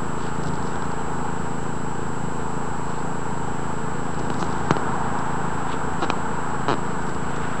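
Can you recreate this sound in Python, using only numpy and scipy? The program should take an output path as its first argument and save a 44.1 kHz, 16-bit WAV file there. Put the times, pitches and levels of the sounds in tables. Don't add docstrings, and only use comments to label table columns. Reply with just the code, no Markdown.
import sys
import numpy as np
from scipy import signal
from scipy.fft import rfft, irfft, next_fast_len
from scipy.io import wavfile

SR = 44100
rng = np.random.default_rng(int(sys.argv[2]) if len(sys.argv) > 2 else 0)


def put_to_file(sound):
    columns = np.atleast_2d(sound).T
    safe = np.clip(columns, -1, 1)
    whole_steps = np.round(safe * 32767)
    wavfile.write(sys.argv[1], SR, whole_steps.astype(np.int16))


N = 335160
TIME = np.arange(N) / SR

# time in seconds, turns per second.
MECHANISM_SPEED = [(0.0, 27.242), (0.77, 27.786), (1.36, 27.467), (2.58, 27.349), (3.04, 27.853),
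                   (3.38, 27.32), (4.11, 27.7), (4.78, 27.141), (5.94, 27.889), (6.34, 27.673),
                   (6.91, 26.905), (7.6, 27.914)]
# place in the turn (0-1), low and high edge in Hz, signed peak pressure.
MECHANISM_PULSES = [(0.177, 191, 453, 0.027), (0.53, 128, 242, 0.058), (0.839, 199, 487, -0.059)]
# frequency in Hz, bandwidth in Hz, gain in dB.
HOUSING_MODES = [(137, 3.1, -4.5), (158.7, 38, -4.5), (248.2, 9.3, -2.5), (353.6, 3.9, -2.5), (412, 26, -4),
                 (446, 49, -4)]
# frequency in Hz, rms level in dB.
MOTOR_TONES = [(42.5, -51), (55, -48), (85, -48), (99.8, -50.5), (320, -53), (7864.3, -61)]
# time in seconds, jump in cycles (0 is pure, a half flutters).
WHINE_JUMPS = [(0.25, -.03), (0.4, -.45), (3.6, -0.54), (4.0, -.01), (4.7, -0.028), (4.88, -0.5),
               (5.15, 0.005), (5.55, -.07), (5.8, -.55), (6.35, -.08), (6.6, -0.28), (7.0, -0.24)]
# frequency in Hz, relative spectral density in dB.
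RUMBLE_SPECTRUM = [(20, -4), (45, -4), (70, 8), (110, 4), (170, 6.5), (260, 4.5), (330, -2.5), (480, 6.5),
                   (560, -12), (800, -26)]
RUSH_SPECTRUM = [(450, -19.5), (600, -3), (750, 2), (1100, 2), (1450, 2), (1650, -3), (1850, -11),
                 (2150, -15.5), (2900, -21), (3500, -21.5)]
HISS_SPECTRUM = [(1500, 7), (2300, 1), (3050, 3.5), (3450, -9), (4000, -2.5), (5500, -7), (7000, -6.5),
                 (9000, -9), (10600, -11.5), (11400, -20)]
# time in seconds, relative level in dB.
DUCT_LEVELS = [(0.0, -36), (0.44, -37), (1.16, -33), (1.54, -37), (3.17, -33.5), (4.1, -36.5), (4.87, -29),
               (5.86, -33), (6.52, -31.5), (6.82, -36), (7.43, -38), (7.6, -45)]
RUSH_LEVELS = [(0.0, -37), (0.78, -36.5), (2.12, -39.5), (4.34, -36.5), (4.72, -33.5), (7.22, -35.5),
               (7.6, -32.5)]
# peak time and half length in seconds, centre in Hz, level in dB.
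SCUFF_STROKES = [(0.242, 0.034, 3500, -45.5), (.68, .025, 4200, -50), (2.94, .05, 3800, -52.5),
                 (4.416, 0.021, 5000, -43), (4.6, .25, 4300, -56.5), (5.72, 0.027, 2900, -43),
                 (6.039, 0.019, 3850, -43.5), (7.44, 0.14, 2460, -46.5)]
# start in
# seconds, relative level in dB.
CRACKS = [(0.4369, -32), (0.4708, -31), (4.1959, -31), (4.3016, -29), (4.3425, -34), (4.5256, -35),
          (5.1886, -31.5), (7.0928, -34), (7.3622, -32)]
# peak time and half length in seconds, thud level in dB.
FOOTSTEPS = [(0.486, .06, -32), (.75, .05, -37), (4.197, 0.018, -31), (4.406, 0.14, -32.5),
             (7.1, .035, -35)]
# start in seconds, strength in dB, hardness in dB.
POLE_KNOCKS = [(4.302, -13, 0), (4.427, -10.5, 2.5), (4.708, -2.5, -1.5), (4.767, -10.5, -2),
               (6.101, -5, 6.5)]
# frequency in Hz, bandwidth in Hz, relative gain in dB.
POLE_MODES = [(195, 110, -0.5), (363, 180, 5.5), (864, 540, -4.5), (1254, 690, -4), (2920, 530, -1.5),
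              (3950, 480, -3.5), (5430, 1800, -28)]
# start and length in seconds, first and last slips per second,
# unevenness (0-1), initial strength in dB, hardness in dB.
POLE_CREAKS = [(6.022, .026, 370, 290, 0.21, -14, 2), (6.683, .067, 150, 80, .03, -9, 1.5)]


def from_db(db):
    return 10 ** (np.asarray(db) / 20)


def rms_one(x):
    return x / np.sqrt(np.mean(x ** 2) + 1e-20)


def in_time(curve):
    return np.interp(TIME, *np.transpose(curve))


def drift(rate_hz):
    hop, warm_up = 40, 2000
    r = np.exp(-2 * np.pi * hop * rate_hz / SR)
    slow = signal.lfilter([1], [1, -2 * r, r * r], rng.standard_normal(N // hop + warm_up + 2))[warm_up:]
    return np.interp(np.arange(N) / hop, np.arange(len(slow)), rms_one(slow))


def noise(spectrum):
    hz, db = np.transpose(spectrum)
    size = next_fast_len(N)
    f = np.maximum(np.arange(size // 2 + 1) * SR / size, 1)
    skirts = np.minimum(f / hz[0], 1) ** 2 * np.minimum(hz[-1] / f, 1) ** 4
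    gain = from_db(np.interp(np.log(f), np.log(hz), db)) * skirts
    return rms_one(irfft(rfft(rng.standard_normal(size)) * gain, size)[:N])


def band(x, low_hz, high_hz, order=2):
    sos = signal.butter(order, [low_hz, high_hz], "band", fs=SR, output="sos")
    return signal.sosfilt(sos, x + 1e-18)


def impulses(times, sizes):
    out = np.zeros(N)
    out[np.clip(np.round(times * SR).astype(int), 0, N - 1)] = sizes
    return out


def struck(times, sizes, low_hz, high_hz):
    unit_peak = np.abs(band(signal.unit_impulse(SR // 20), low_hz, high_hz)).max()
    return band(impulses(times, sizes), low_hz, high_hz) / unit_peak


def bursts(times, db, decay_s, low_hz, high_hz):
    envelope = signal.lfilter([1], [1, -np.exp(-1 / (decay_s * SR))], impulses(times, from_db(db)) + 1e-18)
    return envelope * rms_one(band(rng.standard_normal(N), low_hz, high_hz))


def swell(peak_s, half_s):
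    return np.exp(-.5 * np.minimum(((TIME - peak_s) / half_s) ** 2, 100))


def mechanism(vary_db):
    turns = np.cumsum(in_time(MECHANISM_SPEED)) / SR
    pulses = np.zeros(N)
    for place, low_hz, high_hz, height in MECHANISM_PULSES:
        times = np.interp(np.arange(place, turns[-1], 1), turns, TIME)
        sizes = height * from_db(vary_db * rng.standard_normal(len(times)))
        pulses += struck(times, sizes, low_hz, high_hz)
    housing = sum(from_db(db) * band(pulses, hz - width / 2, hz + width / 2, order=1)
                  for hz, width, db in HOUSING_MODES)
    return pulses + housing


def motors(whine_hz, whine_db, turns_per_s, settle_s):
    turn_times = np.arange(0, N / SR, 1 / turns_per_s)
    jumps = np.interp(turn_times, *np.transpose(WHINE_JUMPS))
    phasor = np.exp(-2j * np.pi * np.cumsum(impulses(turn_times, jumps)))
    settle = np.exp(-1 / (settle_s * SR))
    smoothed = signal.lfilter([1 - settle], [1, -settle], phasor)
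    whine = np.real(smoothed * np.exp(2j * np.pi * whine_hz * TIME))
    tones = sum(from_db(db) * np.sin(2 * np.pi * hz * TIME) for hz, db in MOTOR_TONES)
    return np.sqrt(2) * (from_db(whine_db) * whine + tones)


def air(rumble_db, lumpy_db, duct_hz, duct_width_hz, rush_gain_db, hiss_db):
    rush_level = in_time(RUSH_LEVELS)
    swing_db = 0.47 * (rush_level - rush_level.mean())
    rumble = from_db(rumble_db + swing_db + lumpy_db * drift(rate_hz=3.7)) * noise(RUMBLE_SPECTRUM)
    hollow = band(noise(RUSH_SPECTRUM), duct_hz - duct_width_hz / 2, duct_hz + duct_width_hz / 2, order=1)
    duct = from_db(in_time(DUCT_LEVELS)) * rms_one(hollow)
    rush = from_db(rush_level + rush_gain_db) * noise(RUSH_SPECTRUM)
    return rumble + duct + rush + from_db(hiss_db) * noise(HISS_SPECTRUM)


def scuffs(grain_db, edge_ratio):
    grains = rng.standard_normal(N) * from_db(grain_db * drift(rate_hz=84))
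    return sum(from_db(db) * swell(peak_s, half_s) * rms_one(band(grains, hz / edge_ratio, hz * edge_ratio))
               for peak_s, half_s, hz, db in SCUFF_STROKES)


def grit(gain_db):
    times, db = np.transpose(CRACKS)
    return bursts(times, db + gain_db, decay_s=0.0028, low_hz=3040, high_hz=6100)


def footsteps(crunch_db, spread_db, grains_per_s):
    weight = sum(from_db(db) * swell(peak_s, half_s) for peak_s, half_s, db in FOOTSTEPS)
    thud = weight * rms_one(band(rng.standard_normal(N), low_hz=77.4, high_hz=343))
    contact = sum(swell(peak_s, 1.27 * half_s) for peak_s, half_s, _ in FOOTSTEPS)
    crushed = rng.random(N) < grains_per_s * contact / SR
    grain_db = crunch_db + spread_db * rng.uniform(-1, 1, N)
    return thud + bursts(TIME[crushed], grain_db[crushed], decay_s=0.0021, low_hz=3180, high_hz=5460)


def pole(strikes, rattle_db, boom_db, ping_db, contact_hz):
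    times, middle_db, hardness_db = np.transpose(strikes)
    low_db = middle_db - 14.5 - hardness_db
    high_db = middle_db - 18.5 + hardness_db
    rattle = bursts(times, rattle_db + 2 * (middle_db - middle_db.max()),
                    decay_s=0.004, low_hz=900, high_hz=4900)
    boom = struck(times, from_db(boom_db + 2 * (low_db - low_db.max())), low_hz=130, high_hz=181)
    ping = struck(times, from_db(ping_db + 2 * (high_db - high_db.max())), low_hz=2360, high_hz=2700)
    ringing = rattle + boom + ping
    for k, (hz, width, db) in enumerate(POLE_MODES):
        drive_db = low_db if hz < 500 else middle_db if hz < 2000 else high_db
        ringing += (-1) ** k * struck(times, from_db(drive_db + db), hz - width / 2, hz + width / 2)
    return signal.sosfilt(signal.butter(4, contact_hz, fs=SR, output="sos"), ringing)


def creak_slips(fade_db):
    slips = []
    for start, length, first_rate, last_rate, uneven, db, hardness in POLE_CREAKS:
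        progress = 0
        for jitter in rng.standard_normal(size=24):
            if progress < 1:
                slips.append((start + progress * length, db - fade_db * progress ** 2, hardness))
                rate = first_rate + (last_rate - first_rate) * progress
                progress += (1 + uneven * jitter) / (length * rate)
    return slips


def scene():
    drone = mechanism(vary_db=1.0)
    whine = motors(whine_hz=7703.5, whine_db=-47.0, turns_per_s=28.7, settle_s=0.0004)
    airflow = air(rumble_db=-36.5, lumpy_db=1.0, duct_hz=894, duct_width_hz=173,
                  rush_gain_db=2.0, hiss_db=-47.5)
    strikes = list(POLE_KNOCKS) + creak_slips(fade_db=4)
    knocks = pole(strikes, rattle_db=-20.5, boom_db=-18.0, ping_db=-15.5, contact_hz=6800)
    steps = footsteps(crunch_db=-45.0, spread_db=5, grains_per_s=70)
    cracks = grit(gain_db=-5.0)
    rubbing = scuffs(grain_db=3.0, edge_ratio=1.34)
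    return (drone + whine + airflow + knocks + steps + cracks + rubbing)[None]


def record(dry, cutoff_hz=11500, offset=-0.069):
    return signal.sosfilt(signal.ellip(10, .1, 80, cutoff_hz, fs=SR, output="sos"), dry) + offset


dry = scene()
out = record(dry)
put_to_file(out)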